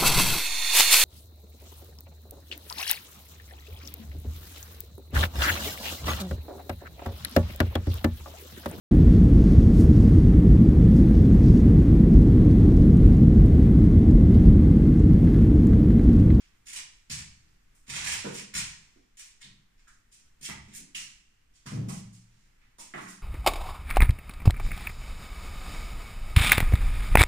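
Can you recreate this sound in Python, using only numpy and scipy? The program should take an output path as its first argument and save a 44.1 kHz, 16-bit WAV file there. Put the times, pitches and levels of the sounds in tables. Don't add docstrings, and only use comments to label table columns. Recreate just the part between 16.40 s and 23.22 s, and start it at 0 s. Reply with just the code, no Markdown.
import sys
import numpy as np
from scipy import signal
from scipy.fft import rfft, irfft, next_fast_len
from scipy.io import wavfile
from scipy.ndimage import uniform_filter1d

SR = 44100
rng = np.random.default_rng(int(sys.argv[2]) if len(sys.argv) > 2 else 0)


def inscribe(sig):
    pcm = np.round(np.clip(np.atleast_2d(sig).T, -1, 1) * 32767)
    wavfile.write(sys.argv[1], SR, pcm.astype(np.int16))


N = 300746

# frequency in Hz, relative level in dB.
AIR_SPECTRUM = [(20, 5.5), (45, -2.5), (100, -12), (150, -13.5), (300, -20), (550, -26), (1000, -25.5),
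                (2000, -22), (4000, -31), (7500, -31.5), (11000, -40.5), (15000, -38)]
# frequency in Hz, t60 in seconds.
WALL_DECAY = [(100, 0.74), (260, 0.33), (700, 0.52), (1900, 0.47), (4800, 0.44), (8000, 0.35),
              (14000, 0.15)]
# pitch in Hz, gain near the washroom in dB,
# gain in the corridor in dB, t60 in seconds.
ROOM_MODES = [(68.9, 1.5, -35, 0.79), (114.7, -8, 3.5, 0.87), (141.4, 0.5, 1, 0.17),
              (185, -3.5, -0.5, 0.79), (204, -6, -2.5, 1), (287, -9.5, -5.5, 1), (388, 0, -1, 0.49)]
# frequency in Hz, correlation.
PORT_LIKENESS = [(60, 0.98), (140, 0.92), (290, 0.42), (600, -0.8), (1200, 0.15), (15000, -0.11)]
# frequency in Hz, right minus left in dB.
PORT_BALANCE = [(300, 0), (700, 2), (1400, 1.5), (2200, 1.5), (3200, -1), (5500, 2), (7500, -5),
                (9800, 9.5), (15000, -0.5)]
# time in seconds, right minus left in dB.
MIC_TURN = [(0.351, 2.5), (.75, 0.5), (1.65, 3.5), (2.2, 0.5), (3, 1.5), (4.1, 2.2), (4.55, 2),
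            (5.402, 3.5), (6.6, 2)]
# start in seconds, level in dB, pitch in Hz, t60 in seconds.
WEIGHT_SHIFTS = [(.7, -34.5, 103, 0.088), (1.484, -44, 130, 0.34), (1.847, -35.5, 186, 0.21),
                 (2.149, -35, 115, 0.054), (3.041, -53, 134, 0.22), (4.011, -53.5, 174, .25),
                 (4.089, -36, 118, .09), (4.28, -50.5, 207, .16), (4.385, -49.5, 175, 0.05),
                 (4.548, -59, 173, 0.33), (5.259, -39.5, 141, 0.31), (5.322, -29.5, 140, 0.46),
                 (5.475, -35, 144, .2), (6.386, -58.5, 252, 0.2), (6.539, -44, 211, 0.39)]
# start in seconds, level in dB, pitch in Hz, width in octaves.
SHOE_KNOCKS = [(.701, -31.5, 4160, 1), (.7124, -29, 5700, 0.67), (1.661, -31.5, 1960, 0.36),
               (1.739, -32, 1970, 3.1), (1.844, -27.5, 374, 0.47), (1.85, -33.5, 1010, 1.32),
               (2.138, -36.5, 1890, 0.85), (2.56, -53, 280, 1.1), (3.029, -42, 3600, 0.42),
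               (3.472, -50.5, 1560, 0.52), (4.05, -37, 2980, 0.31), (4.089, -33, 680, 3.06),
               (4.096, -36, 2150, 0.35), (4.402, -50.5, 290, .5), (4.547, -29.5, 2730, 0.27),
               (5.262, -40, 1240, 0.81), (5.487, -39.5, 840, 0.96), (6.385, -45.5, 800, 0.58),
               (6.538, -31.5, 1650, 0.67), (6.54, -35.5, 431, 1.03), (6.578, -33.5, 1450, 0.82),
               (6.661, -40, 1620, 0.63)]
# frequency in Hz, relative level in dB.
GRIT_SPECTRUM = [(100, -9), (300, -25), (550, -27.5), (950, -15.5), (1300, -14.5), (1900, -4), (2500, -2),
                 (4000, -6), (5600, -1), (7500, 0.5), (9200, -4), (11500, -16.5), (15000, -17)]
# start in seconds, contact in seconds, level in dB,
# brightness in dB per octave.
SOLE_LANDINGS = [(0.0, 0.0014, -59.5, -12.5), (.254, 0.032, -43.5, -0.1), (0.696, 0.014, -35, -1),
                 (1.346, 0.011, -62.5, 7), (1.468, 0.058, -41, -2.5), (2.136, 0.031, -28.5, -1.5),
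                 (2.769, 0.016, -44, 0.5), (3, 0.029, -50.5, -4), (3.379, 0.0035, -65, -12),
                 (3.471, .007, -59, -3), (3.707, 0.043, -56, .5), (4.01, 0.006, -47.5, 2),
                 (4.546, 0.0021, -34.5, -0.1), (5.136, 0.011, -60.5, -7), (5.257, 0.0061, -42.5, -2.5),
                 (5.482, 0.017, -41, 2), (5.72, 0.024, -58, -1.5), (6.382, 0.012, -43.5, 2)]
# start in seconds, length in seconds, level in dB,
# brightness in dB per octave.
SOLE_DRAGS = [(0.282, 0.1, -38.5, -1.5), (0.756, 0.039, -47, -2), (1.457, 0.21, -34.5, -4),
              (1.629, .12, -33.5, -2), (1.751, 0.13, -45, -3.5), (1.918, 0.062, -37, -0.5),
              (4.013, 0.057, -37.5, 1.4), (4.25, 0.12, -53, -5), (4.33, .042, -38.5, 6.5),
              (5.735, 0.3, -72, -8.5), (6.083, 0.18, -70, -19), (6.525, 0.18, -49.5, 3.5)]


def amp(db):
    return 10 ** (np.asarray(db) / 20)


def unit_rms(x):
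    return x / np.sqrt(np.mean(x ** 2) + 1e-20)


def curve_at(points, hz):
    freqs, values = np.transpose(points)
    return np.interp(np.log(hz + 1), np.log(freqs), values)


def add(mix, start_s, sound):
    part = mix[max(round(start_s * SR), 0):][:len(sound)]
    part += sound[:len(part)]


def colour(x, db_at, size=4096):
    hz = abs(np.fft.fftfreq(size, 1 / SR))
    log_gain = np.log(amp(np.maximum(db_at(hz), -90)))
    taps = np.fft.ifft(np.exp(np.conj(signal.hilbert(log_gain)))).real
    return signal.fftconvolve(x, taps[:size // 2])[:len(x)]


def resonance_db(hz, centre_hz, octaves):
    return -32 * np.log10(1 + (np.log2((hz + 1) / centre_hz) / octaves) ** 2)


def stroke(swell_s, t60, slide_s=0):
    t = np.arange(int((swell_s + slide_s + t60) * SR) + 2048) / SR
    rise = np.minimum(t / max(swell_s, 1 / SR), 1)
    return rise * amp(-60 * np.maximum(t - swell_s - slide_s, 0) / t60)


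def at_level(sound, pressure, db):
    return amp(db) * sound * np.linalg.norm(pressure) / np.linalg.norm(sound)


def impact(pressure, spike, centre_hz, octaves):
    chatter = pressure * rng.standard_normal(2 * SR)[:len(pressure)]
    chatter[0] += spike
    return colour(chatter, lambda hz: resonance_db(hz, centre_hz, octaves))


def at_ports(pair):
    first, second = rfft(pair)
    likeness = curve_at(PORT_LIKENESS, np.fft.rfftfreq(pair.shape[1], 1 / SR))
    mid = first * np.sqrt((1 + likeness) / 2)
    side = second * np.sqrt((1 - likeness) / 2)
    return irfft(np.array([mid + side, mid - side]), pair.shape[1])


def still_air(level_db=-63, drift_db=-1.2):
    n = next_fast_len(N, True)
    spectrum = amp(curve_at(AIR_SPECTRUM, np.fft.rfftfreq(n, 1 / SR)))
    air = irfft(rfft(rng.standard_normal((2, n))) * spectrum, n)
    drift = unit_rms(uniform_filter1d(rng.standard_normal(N), size=16000))
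    return amp(level_db) * unit_rms(at_ports(air)[:, :N]) * amp(drift_db * drift)


def wall_echo(x, gap_s=0.0025, far_db=-20.0, far_stretch=2.47):
    reflections = rng.choice([-1., 1.], (2, SR)) * (rng.random((2, SR)) < 0.08)
    reflections *= np.arange(SR) / SR > gap_s
    hz, t, bands = signal.stft(at_ports(reflections), SR, nperseg=256)
    fall_db = -60 * t / curve_at(WALL_DECAY, hz)[:, None]
    near, far = amp(fall_db), amp(far_db + fall_db / far_stretch)
    tail = signal.istft(bands * np.hypot(near, far), SR, nperseg=256)[1]
    return signal.fftconvolve(x[None], tail / np.linalg.norm(tail[0]), axes=1)[:, :N]


def moving_echo(x, patterns=4, crossfade_samples=380):
    place = np.arange(N) / crossfade_samples
    offsets = [(place - k + patterns / 2) % patterns - patterns / 2 for k in range(patterns)]
    return sum(wall_echo(x * np.cos(np.pi / 2 * np.clip(offset, -1, 1))) for offset in offsets)


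def direct_path(x, lag_samples=25):
    return np.array([np.pad(x, (lag_samples, 0))[:N], x])


def treads(ball_after_s=0.1, ball_db=-9.5, swell_share=0.047):
    for start_s, db, centre_hz, t60 in WEIGHT_SHIFTS:
        pressure = stroke(swell_share * t60, t60)
        yield start_s, pressure, db, centre_hz
        yield start_s + ball_after_s, pressure, db + ball_db, centre_hz


def room_boom(corridor_from_s=4.9, reach_octaves=0.79, detune=0.011, stride=10):
    rate = SR // stride
    t, out = np.arange(rate) / rate, np.zeros(N)
    for start_s, pressure, db, centre_hz in treads():
        power = np.pad(pressure ** 2, (0, SR))[::stride][:rate]
        ring = np.zeros(rate)
        for hz, washroom_db, corridor_db, t60 in ROOM_MODES:
            mode_db = washroom_db if start_s < corridor_from_s else corridor_db
            retained = amp(-120 / (t60 * rate))
            height = np.sqrt(signal.lfilter([1 - retained], [1, -retained], power))
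            pitch_hz = hz * (1 + detune * rng.uniform(-0.86, 1))
            wave = np.sin(2 * np.pi * (pitch_hz * t + rng.random()))
            ring += amp(db + mode_db + resonance_db(hz, centre_hz, reach_octaves)) * height * wave
        add(out, start_s, signal.resample_poly(ring, stride, 1))
    return out


def floor_thuds():
    out = np.zeros(N)
    for start_s, pressure, db, centre_hz in treads():
        thud = impact(pressure, spike=25.4, centre_hz=centre_hz, octaves=0.9)
        add(out, start_s, at_level(thud, pressure, db))
    return out


def shoe_knocks():
    out = np.zeros(N)
    for start_s, db, centre_hz, octaves in SHOE_KNOCKS:
        t60 = 0.06 * (1000 / centre_hz) ** 0.18 / octaves ** 0.15
        pressure = stroke(0, t60)
        knock = impact(pressure, spike=5.0, centre_hz=centre_hz, octaves=octaves)
        add(out, start_s, at_level(knock, pressure, db))
    return out


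def sole_rubs():
    for start_s, span_s, db, tilt in SOLE_LANDINGS:
        yield start_s, stroke(swell_s=0.44 * span_s, t60=0.32, slide_s=0.56 * span_s), db, tilt
    for start_s, span_s, db, tilt in SOLE_DRAGS:
        yield start_s, stroke(swell_s=0.83 * span_s, t60=1.45 * span_s, slide_s=0.17 * span_s), db, tilt


def grit_scuffs(grains_per_s=1800, spread_db=2.5, dust_gain=0.38, catch_db=4.0):
    grains = amp(spread_db * np.minimum(rng.exponential(1, N), 4)) * rng.choice([-1, 1], N)
    cracks = unit_rms(grains * (rng.random(N) < grains_per_s / SR))
    catch = amp(catch_db * unit_rms(uniform_filter1d(rng.standard_normal(N), size=300)))
    friction = (cracks + dust_gain * rng.standard_normal(N)) * catch
    out = np.zeros(N)
    for start_s, pressure, db, tilt in sole_rubs():
        rub = pressure * np.roll(friction, -round(start_s * SR))[:len(pressure)]
        rasp = colour(rub, lambda hz: curve_at(GRIT_SPECTRUM, hz)
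                      + tilt * np.log2(np.maximum(hz, 700) / 4000))
        lowest_hz = min(523 * 2 ** (0.23 * (-45.5 - db)), SR / 10)
        rasp = signal.lfilter(*signal.butter(2, lowest_hz, "high", fs=SR), rasp)
        add(out, start_s, at_level(rasp, pressure, db))
    return out


def scene():
    contacts = grit_scuffs() + shoe_knocks()
    thuds = floor_thuds()
    shoes = amp(-2.0) * moving_echo(contacts) + amp(-7.5) * direct_path(contacts)
    lean_db = np.interp(np.arange(N) / SR, *np.transpose(MIC_TURN)) / 2
    bass = amp(-5.5) * wall_echo(thuds) + amp(-11.0) * thuds + amp(-2.0) * room_boom()
    return shoes * amp([-lean_db, lean_db]) + bass + still_air()


def record(dry, edge_hz=15400):
    n = next_fast_len(N, True)
    lean_db = curve_at(PORT_BALANCE, np.fft.rfftfreq(n, 1 / SR)) / 2
    heard = irfft(rfft(dry, n) * amp([-lean_db, lean_db]), n)[:, :N]
    lowpass = signal.firwin(511, edge_hz, window=("kaiser", 9), fs=SR)
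    return signal.oaconvolve(heard, lowpass[None], "same")


dry = scene()
out = record(dry)
inscribe(out)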